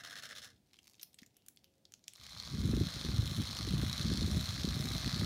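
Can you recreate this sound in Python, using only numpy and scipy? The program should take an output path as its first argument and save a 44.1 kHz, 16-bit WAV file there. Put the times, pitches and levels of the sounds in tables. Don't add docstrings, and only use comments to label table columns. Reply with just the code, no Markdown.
import sys
import numpy as np
from scipy import signal
from scipy.fft import rfft, irfft
from scipy.io import wavfile
from scipy.ndimage import uniform_filter1d

SR = 44100
rng = np.random.default_rng(int(sys.argv[2]) if len(sys.argv) > 2 else 0)


def store_pcm(level_fs):
    pcm = np.round(np.clip(level_fs, -1, 1) * 32767).astype(np.int16)
    wavfile.write(sys.argv[1], SR, np.atleast_2d(pcm).T)


N = 231525
T = np.arange(N) / SR

# f/Hz, width/Hz, level/dB turned aside, level/dB turned to the microphone
BODY_MODES = [(588, 216, -10.5, -11.5), (1188, 255, -6.5, -6.5), (1638, 390, -0.5, -8),
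              (2117, 280, -10, -8.5), (2590, 230, -27, -11.5), (3225, 1110, -1, -4.5), (3630, 730, 2, -4.5),
              (4390, 230, -4, -7.5), (5130, 240, -1, -8.5), (6550, 2800, -8, -10), (7130, 1940, -14, -23),
              (9500, 420, -17.5, -12), (11850, 350, -47, -45), (12380, 2700, -31, -20),
              (14700, 3200, -40, -25), (15000, 270, -31, -24)]
DULL_TOP_HZ = 2700

# t/s, sharp drive level/dB, dull drive level/dB,
# tooth spacing/s
CATCHES = [(-0.0265, -27.5, -30, 0.0086), (0.035, -27, -30, 0.012), (0.0979, -28, -32.5, 0.0096),
           (0.154, -26, -30.5, 0.01), (0.2226, -26.5, -30.5, 0.01), (0.289, -28, -30.5, 0.0097),
           (0.351, -24.5, -34, 0.01), (0.4171, -28, -36.5, .0088), (0.459, -40.5, -43, 0.014),
           (0.515, -53.5, -63, 0.015)]
CATCH_TEETH_DB = [-1.5, -1, -4, -0.5, -8]
CATCH_HISS_DB, CATCH_DULL_HISS_DB, CATCH_HISS_T60_S = -16, -9, 0.097
# t/s, f/Hz
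HUM_PITCH = [(0.0, 138), (0.15, 140), (0.4, 121), (0.55, 86)]
# multiple of the fundamental, level/dB before the upper ones follow the pitch
HUM_PARTIALS = [(1, -4), (2, -7.5), (5, -2)]
HUM_DB = -70.5

# f/Hz, level/dB per Hz
DRAUGHT_SPECTRUM = [(15, -41), (25, -26), (59, 4), (108, 0.5), (165, -3), (224, -2.5), (397, -16.5),
                    (479, -25.5), (600, -29), (780, -80), (1320, -120)]
# t/s, level/dB
GUSTS = [(2.2, -65.5), (2.45, -55), (2.55, -41), (2.79, -29.5), (2.93, -55), (2.96, -41), (3.03, -50.5),
         (3.06, -33), (3.12, -42), (3.2, -35.5), (3.27, -43.5), (3.4, -37), (3.5, -49), (3.53, -40),
         (3.56, -44.5), (3.77, -36), (3.95, -43.5), (4.11, -34.5), (4.17, -39.5), (4.4, -32.5), (4.46, -48),
         (4.59, -40.5), (4.61, -43.5), (4.65, -38), (5.04, -42), (5.25, -37)]
# t/s, peak level/dB, f/Hz, edge level/dB
SLAPS = [(2.536, -33, 115, -48), (2.583, -28, 187, -52), (2.65, -25, 123, -38.5), (2.688, -25, 140, -36.5),
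         (2.732, -24.5, 199, -30), (2.771, -28, 127, -31.5), (2.809, -25.5, 102, -30.5),
         (2.865, -30.5, 167, -57), (2.962, -35, 122, -45.5), (3.046, -34, 105, -38.5),
         (3.086, -44, 113, -44), (3.136, -28.5, 123, -44), (3.184, -25.5, 119, -49),
         (3.225, -33, 115, -41.5), (3.314, -31.5, 133, -45), (3.375, -23, 111, -68),
         (3.673, -33, 107, -35.5), (3.735, -23, 151, -34.5), (3.831, -29, 220, -34),
         (3.858, -29.5, 117, -54), (4.044, -35, 182, -61), (4.083, -32, 172, -50),
         (4.114, -27.5, 210, -32.5), (4.144, -31.5, 213, -42), (4.218, -31, 193, -37),
         (4.275, -46, 148, -38), (4.315, -31.5, 177, -54), (4.367, -25, 173, -39), (4.485, -31.5, 106, -52),
         (4.643, -23.5, 174, -34), (4.765, -28, 153, -40), (4.796, -26.5, 145, -39),
         (4.851, -32.5, 240, -38), (4.907, -31, 110.4, -40.5), (5.071, -29, 215, -44),
         (5.132, -29, 157, -48), (5.192, -26.5, 121, -49)]
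EDGE_DB, EDGE_FOLLOWS = -50.5, 1.21
COAST_AIR_DB, COAST_AIR_FADE_S = -75, 0.13

# f/Hz, level/dB per Hz
ROOM_SPECTRUM = [(20, -46), (60, -4), (120, -0.5), (220, -4), (350, -6.5), (500, -14), (750, -14),
                 (1100, -27), (3600, -23.5), (9000, -28.5), (16000, -32.5)]
ROOM_DB = -74.5
ECHO_T60_S, ECHO_DB = 0.23, -12.5

# t/s, level/dB
RUSTLE_LEVEL = [(0.58, -93), (0.75, -72.5), (0.904, -66.5), (1.05, -73.5), (1.416, -87), (1.526, -87),
                (1.662, -88), (1.882, -92), (2.16, -75)]
RUSTLE_HZ = 4600
# t/s, peak level/dB, f/Hz, treble peak level/dB, t60/s
TICKS = [(0.6649, -68, 3600, -80, 0.008), (0.7331, -45.5, 2830, -59, 0.0023),
         (0.7586, -54, 3400, -75, 0.0064), (0.7677, -54, 3600, -69, 0.0087),
         (0.7885, -45.5, 3070, -80, 0.018), (0.8417, -61, 3180, -75, 0.008), (0.86, -58, 5730, -70, 0.007),
         (0.871, -48, 5600, -82, 0.0079), (0.943, -51, 3470, -82, 0.0097), (0.9044, -63, 5600, -78, 0.0074),
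         (0.9522, -56, 5290, -71, 0.009), (0.9953, -46, 3630, -64, 0.048), (1.0127, -46, 5730, -64, 0.021),
         (1.021, -47, 5600, -45, 0.011), (1.03, -34.5, 5550, -31, 0.019), (1.13, -59, 4760, -60, 0.019),
         (1.143, -48, 7900, -74, 0.015), (1.1872, -41.5, 3330, -62, 0.035), (1.2177, -51, 4520, -57, 0.027),
         (1.2308, -46.5, 2030, -72, 0.021), (1.262, -50.5, 6300, -58, 0.023),
         (1.3671, -51.5, 6460, -48, 0.018), (1.4627, -52, 6440, -50, 0.013),
         (1.484, -41.5, 7040, -37, 0.014), (1.5616, -65, 5040, -54, 0.011),
         (1.5719, -46, 4030, -79, 0.0085), (1.643, -44, 4800, -51, 0.0038), (1.8527, -45, 4040, -73, 0.013),
         (1.921, -45, 6640, -57, 0.0067), (1.9385, -34.5, 4700, -77, 0.0063),
         (2.04, -50.5, 5160, -79, 0.013), (2.0804, -28.5, 6300, -50, 0.0053),
         (2.135, -40, 7950, -71, 0.0055), (2.1538, -45.5, 4280, -91, 0.0083),
         (2.169, -62, 3950, -54.5, 0.0091), (2.1988, -45.5, 4150, -72, 0.013),
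         (2.2345, -42, 4000, -76, 0.029), (2.265, -38.5, 4200, -55, 0.0061)]
# t/s, peak level/dB, f/Hz, t60/s
BUMPS = [(1.222, -49, 228, 0.016)]
# t/s, level/dB before the attack, t60/s
SLIDES = [(1.35, -75.5, 0.47), (1.635, -74, 0.23)]
SLIDE_ATTACK_S = 0.013
TONE_FROM_S, TONE_TO_S, TONE_FADE_S, TONE_HZ, TONE_DB = 1.67, 1.86, 0.1, 540, -83.5

# t/s, blade shaft rate/(turns per s)
SHAFT_SPEED = [(2.15, 18.9), (2.25, 18.16), (2.462, 20.1), (2.485, 20.09), (2.774, 28.48), (2.789, 29.12),
               (3.177, 26.11), (3.364, 28.44), (3.603, 24.95), (3.907, 30.7), (4.142, 27.36),
               (4.431, 31.69), (4.594, 26.76), (4.917, 32.23), (5.173, 29.43), (5.25, 30.02)]
# t/s, level/dB before the hand's sweep
GEAR_LEVEL = [(2.1, -67.5), (2.27, -52.5), (2.5, -49), (2.9, -46.5), (3.3, -46), (3.7, -46), (4.0, -45),
              (4.4, -45), (5.25, -45)]
# share of the turn, sharp level/dB, dull level/dB
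SHAFT_CONTACTS = [(.03, -11, -3), (.145, 2, 0), (.34, -6, -14), (.5, -12, -4), (.645, 1, -2), (.71, -7, -7),
                  (.85, -7, -14), (.91, -10, -12)]
# share of the turn, sharp level/dB, dull level/dB
GEAR_CONTACTS = [(0.028, -22, -8.5), (0.108, -14, -7), (0.238, -14.5, -14.5), (.35, -12, -21),
                 (.39, -13, 2), (.53, -11, -0.5), (.63, -10, -3), (.82, -21, 4.5), (.92, -11, -6)]
# multiple of the shaft rate, level/dB before speed and load act
MESH_TONES = [(20, -15), (24, -21.5)]
GEAR_RATIO = 5 / 7
TEETH, SHAFT_TURNS_PER_CRANK = 20, 15
TREBLE_HZ = 6000
SWEEP_HZ = (4130, 110, .36)
SWEEP_MAIN_DB = (4, 1.5, 0.34)
SWEEP_LEVEL_DB = (-0.26, 0.5, .25)
SWEEP_TREBLE_DB = (-1, .9, .85)

CUTOFF_HZ = 15800


def from_db(db):
    return 10 ** (np.asarray(db) / 20)


def rms_one(x):
    return x / np.sqrt(np.mean(x ** 2) + 1e-20)


def in_time(rows):
    s, *columns = np.transpose(rows)
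    return [np.interp(T, s, c) for c in columns]


def smoothly(rows):
    s, value = np.transpose(rows)
    place = np.interp(T, s, np.arange(len(s)))
    whole = np.floor(place)
    eased = whole + (1 - np.cos(np.pi * (place - whole))) / 2
    return np.interp(eased, np.arange(len(s)), value)


def sounding(rows, fade=0.018):
    start, end = rows[0][0], rows[-1][0]
    return np.interp(T, [start - fade, start, end, end + fade], [0, 1, 1, 0])


def drift(rate):
    r = np.exp(-2 * np.pi * rate / SR)
    return rms_one(signal.lfilter([1], [1, -2 * r, r * r], rng.standard_normal(N + SR))[SR:])


def resonator(hz, width):
    r = np.exp(-np.pi * width / SR)
    zeros = np.array([1, 0, -1]) * (1 - r * r) / 2
    return zeros, [1, -2 * r * np.cos(2 * np.pi * hz / SR), r * r]


def resonate(x, hz, width):
    return signal.lfilter(*resonator(hz, width), x)


def bending(x, hz, width):
    out, state = np.zeros(N), np.zeros(2)
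    for i in range(0, N, 256):
        zeros, poles = resonator(hz[i], width)
        out[i:i + 256], state = signal.lfilter(zeros, poles, x[i:i + 256], zi=state)
    return out


def coloured(spectrum):
    hz, db = np.transpose(spectrum)
    grid = np.arange(N // 2 + 1) * SR / N + 1
    gain = from_db(np.interp(np.log(grid), np.log(hz), db))
    return rms_one(irfft(rfft(rng.standard_normal(N)) * gain, N))


def bursts(clicks, t60):
    return signal.lfilter([1], [1, -from_db(-60 / (t60 * SR))], clicks + 1e-18)


def swing(hz, t, cycles, fall):
    shape = hz * t / cycles * np.exp(1 - hz * t / cycles)
    return shape * np.sin(2 * np.pi * hz * t / (1 + fall * hz * t))


def knock(clicks, t60, hard_db):
    scuff = bursts(clicks, t60) - bursts(clicks, t60 / 3)
    blow = np.roll(clicks, SR // 1000) * rng.choice([-1, 1], N)
    return from_db(hard_db) * blow + scuff * rng.standard_normal(N)


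def body(sharp, dull, axis, sway_db=.7):
    out = np.zeros(N)
    for k, mode in enumerate(BODY_MODES):
        hz, width = mode[:2]
        gain = (-1) ** k * from_db(mode[axis] + sway_db * drift(2.1))
        out += gain * resonate(dull if hz < DULL_TOP_HZ else sharp, hz, width)
    return out


def catches():
    s, sharp_db, dull_db, spacing = np.transpose(CATCHES)[:, :, None]
    early = SR // 10
    at = ((s + spacing * np.arange(len(CATCH_TEETH_DB))) * SR).astype(int) + early
    db = np.array([sharp_db, dull_db]) + CATCH_TEETH_DB
    clicks, rub = np.zeros((2, 2, N + early))
    clicks[:, at] = from_db(db + 2.0 * rng.standard_normal(db.shape))
    rub[:, at] = from_db(db)
    hiss_gain = from_db([[CATCH_HISS_DB], [CATCH_DULL_HISS_DB]])
    return clicks[:, early:], bursts(rub, CATCH_HISS_T60_S)[:, early:] * hiss_gain


def coasting():
    clicks, rub = catches()
    flicker = from_db(2 * drift(150))
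    hiss = rub * flicker * rng.standard_normal(N)
    sharp = knock(clicks[0], t60=0.024, hard_db=-3) + hiss[0]
    dull = knock(clicks[1], t60=0.031, hard_db=5.0) + hiss[1]
    rattle = body(sharp, dull, axis=2)
    hz, = in_time(HUM_PITCH)
    phase = 2 * np.pi * (np.cumsum(hz) / SR + 0.0084 * drift(43))
    hum = np.zeros(N)
    for k, db in HUM_PARTIALS:
        follow = (hz / 140) ** (0.71 * (k - 1))
        hum += from_db(db) * follow * np.sin(k * phase)
    return rattle + np.sqrt(2) * from_db(HUM_DB) * sounding(HUM_PITCH) * hum


def draught():
    air = coloured(DRAUGHT_SPECTRUM)
    low = rms_one(signal.sosfilt(signal.butter(4, 180, fs=SR, output="sos"), air))
    edge = rms_one(signal.sosfilt(signal.butter(4, 180, "high", fs=SR, output="sos"), air))
    lumps, flutter, out = drift(28.0), drift(33), np.zeros(N + SR)
    low_db, = in_time(GUSTS)
    edge_db = EDGE_DB + EDGE_FOLLOWS * (low_db + 37.5)
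    rumble = from_db(low_db + 1.6 * lumps) * low
    sharp_edge = from_db(edge_db + 4.5 * lumps + 3 * flutter) * edge
    out[:N] = sounding(GUSTS) * (rumble + sharp_edge)
    coast_gain = from_db(COAST_AIR_DB + 1.5 * lumps) * sounding(HUM_PITCH, COAST_AIR_FADE_S)
    out[:N] += coast_gain * (low + edge)
    t = np.arange(SR // 16) / SR
    for (s, db, hz, slap_edge_db), sign in zip(SLAPS, rng.choice([-1, 1], len(SLAPS))):
        slap = from_db(db) * swing(hz, t, cycles=0.67, fall=0.019)
        slap += from_db(slap_edge_db) * swing(451, t, cycles=1.9, fall=0.07)
        out[int(s * SR):][:len(t)] += sign * slap
    return signal.sosfilt(signal.butter(4, 50, "high", fs=SR, output="sos"), out[:N])


def room_noise():
    return from_db(ROOM_DB) * coloured(ROOM_SPECTRUM)


def echoes(x):
    t = np.arange(SR // 3) / SR
    tail = rng.standard_normal(len(t)) * from_db(-60 * t / ECHO_T60_S) * (t > .003)
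    return x + from_db(ECHO_DB) * signal.fftconvolve(x, tail / np.sqrt(np.sum(tail ** 2)))[:N]


def rustle():
    rustle_db, = in_time(RUSTLE_LEVEL)
    centre_hz = RUSTLE_HZ * 2 ** (0.31 * drift(7.1))
    snap_db = 6.8 * np.minimum(rng.exponential(1, N), 4)
    snaps = (rng.random(N) < 200 / SR) * from_db(snap_db)
    grains = (bursts(snaps, t60=0.006) + from_db(-9.0)) * rng.standard_normal(N)
    sound = np.zeros(N)
    for k, hz in enumerate(np.geomspace(900, 11000, num=8)):
        nearness = 1 / (1 + np.log2(hz / centre_hz) ** 2)
        sound += (-1) ** k * resonate(grains, hz, 0.6 * hz) * nearness / hz ** .5
    return from_db(rustle_db) * sounding(RUSTLE_LEVEL) * rms_one(sound)


def handling():
    out, length = np.zeros(N + SR), SR // 5
    t = np.arange(length) / SR
    treble = signal.butter(2, [7500, 14000], "band", fs=SR, output="sos")
    for (s, db, hz, treble_db, t60), puff in zip(TICKS, rng.standard_normal((len(TICKS), length))):
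        decay = from_db(-60 * t / t60) + from_db(-27 - 60 * t / 0.063)
        puff = puff * decay * np.minimum(t / 0.0005, 1)
        pitched = resonate(resonate(puff, hz, 0.42 * hz), hz, 0.89 * hz)
        broad = resonate(resonate(puff, 2350, 7300), 2100, 7200)
        mid = pitched + from_db(-4.5) * broad
        top = signal.sosfilt(treble, puff)
        tick = from_db(db) * mid / np.abs(mid).max() + from_db(treble_db) * top / np.abs(top).max()
        out[int(s * SR):][:length] += tick
    for s, db, hz, t60 in BUMPS:
        bump = swing(hz, t, cycles=hz * t60 / np.log(1000), fall=0)
        out[int(s * SR):][:length] += from_db(db) * bump
    return out[:N]


def slide():
    hiss = rms_one(resonate(resonate(rng.standard_normal(N), 2950, 640), 2950, 810))
    envelope = np.zeros(N)
    for s, db, t60 in SLIDES:
        attack = np.clip((T - s) / SLIDE_ATTACK_S, 0, 1)
        envelope += attack * from_db(db - 60 * np.abs(T - s) / t60)
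    return hiss * envelope


def faint_tone():
    gate = sounding([[TONE_FROM_S], [TONE_TO_S]], TONE_FADE_S)
    return np.sqrt(2) * from_db(TONE_DB) * gate * np.sin(2 * np.pi * TONE_HZ * T)


def contacts(turns, table, scatter_db, jitter):
    whole = np.arange(int(turns[-1]) + 1)[:, None]
    share, sharp_db, dull_db = np.transpose(table)
    chance = rng.standard_normal((3, len(whole), len(share)))
    at = np.searchsorted(turns, whole + share + jitter * chance[0])
    at = np.clip(at, 0, N - 1).ravel()
    dull_chance = 0.84 * chance[1] + 0.15 * chance[2]
    out = np.zeros((2, N))
    np.add.at(out[0], at, from_db(sharp_db + scatter_db * chance[1]).ravel())
    np.add.at(out[1], at, from_db(dull_db + scatter_db * dull_chance).ravel())
    return out


def meshing(speed, turns):
    waver = 0.0057 * drift(5.8)
    mesh = sum(from_db(db) * np.sin(2 * np.pi * k * (turns + waver)) for k, db in MESH_TONES)
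    load = uniform_filter1d(np.gradient(speed) * SR, size=4000)
    return mesh * (speed / 28) ** 4 * from_db(np.clip(0.11 * load - 3.5, -12, 3))


def cranked():
    speed = smoothly(SHAFT_SPEED)
    turns = np.cumsum(speed * (T >= SHAFT_SPEED[0][0])) / SR

    def sweep(mean, depth, share):
        return mean + depth * np.cos(2 * np.pi * (turns / SHAFT_TURNS_PER_CRANK - share))

    gear_db = in_time(GEAR_LEVEL)[0] + sweep(*SWEEP_LEVEL_DB)
    clicks = contacts(turns, SHAFT_CONTACTS, scatter_db=2.5, jitter=.004)
    clicks = clicks + contacts(turns * GEAR_RATIO, GEAR_CONTACTS, scatter_db=2.5, jitter=.006)
    teeth = contacts(turns * TEETH, [(0.0021, 0, 0)], scatter_db=2.5, jitter=.25)[0]
    swell = from_db(2.0 * np.cos(2 * np.pi * (turns * GEAR_RATIO - .2)))
    tooth_ticks = knock(teeth, t60=0.0081, hard_db=8.5)
    hiss = swell * (tooth_ticks + from_db(-7.0) * rng.standard_normal(N))
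    sharp = knock(clicks[0], t60=.011, hard_db=11) * np.sqrt(swell) + from_db(-11.5) * hiss
    dull = knock(clicks[1], t60=.012, hard_db=10.5) + from_db(-9.0) * hiss
    dull = dull * (speed / 28) ** 0.09
    main = from_db(sweep(*SWEEP_MAIN_DB)) * bending(sharp, sweep(*SWEEP_HZ), width=510)
    shell = body(sharp, dull, axis=3) + main
    treble = signal.sosfilt(signal.butter(2, TREBLE_HZ, "high", fs=SR, output="sos"), shell)
    shell = shell + (from_db(sweep(*SWEEP_TREBLE_DB)) - 1) * treble
    gears = from_db(19.5) * shell + meshing(speed, turns)
    return from_db(gear_db) * sounding(GEAR_LEVEL, fade=0.093) * gears


def scene():
    near = coasting() + rustle() + handling() + slide() + cranked()
    return (echoes(near) + draught() + room_noise() + faint_tone())[None]


def record(dry):
    return signal.sosfilt(signal.ellip(14, .5, 75, CUTOFF_HZ, fs=SR, output="sos"), dry)


dry = scene()
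out = record(dry)
store_pcm(out)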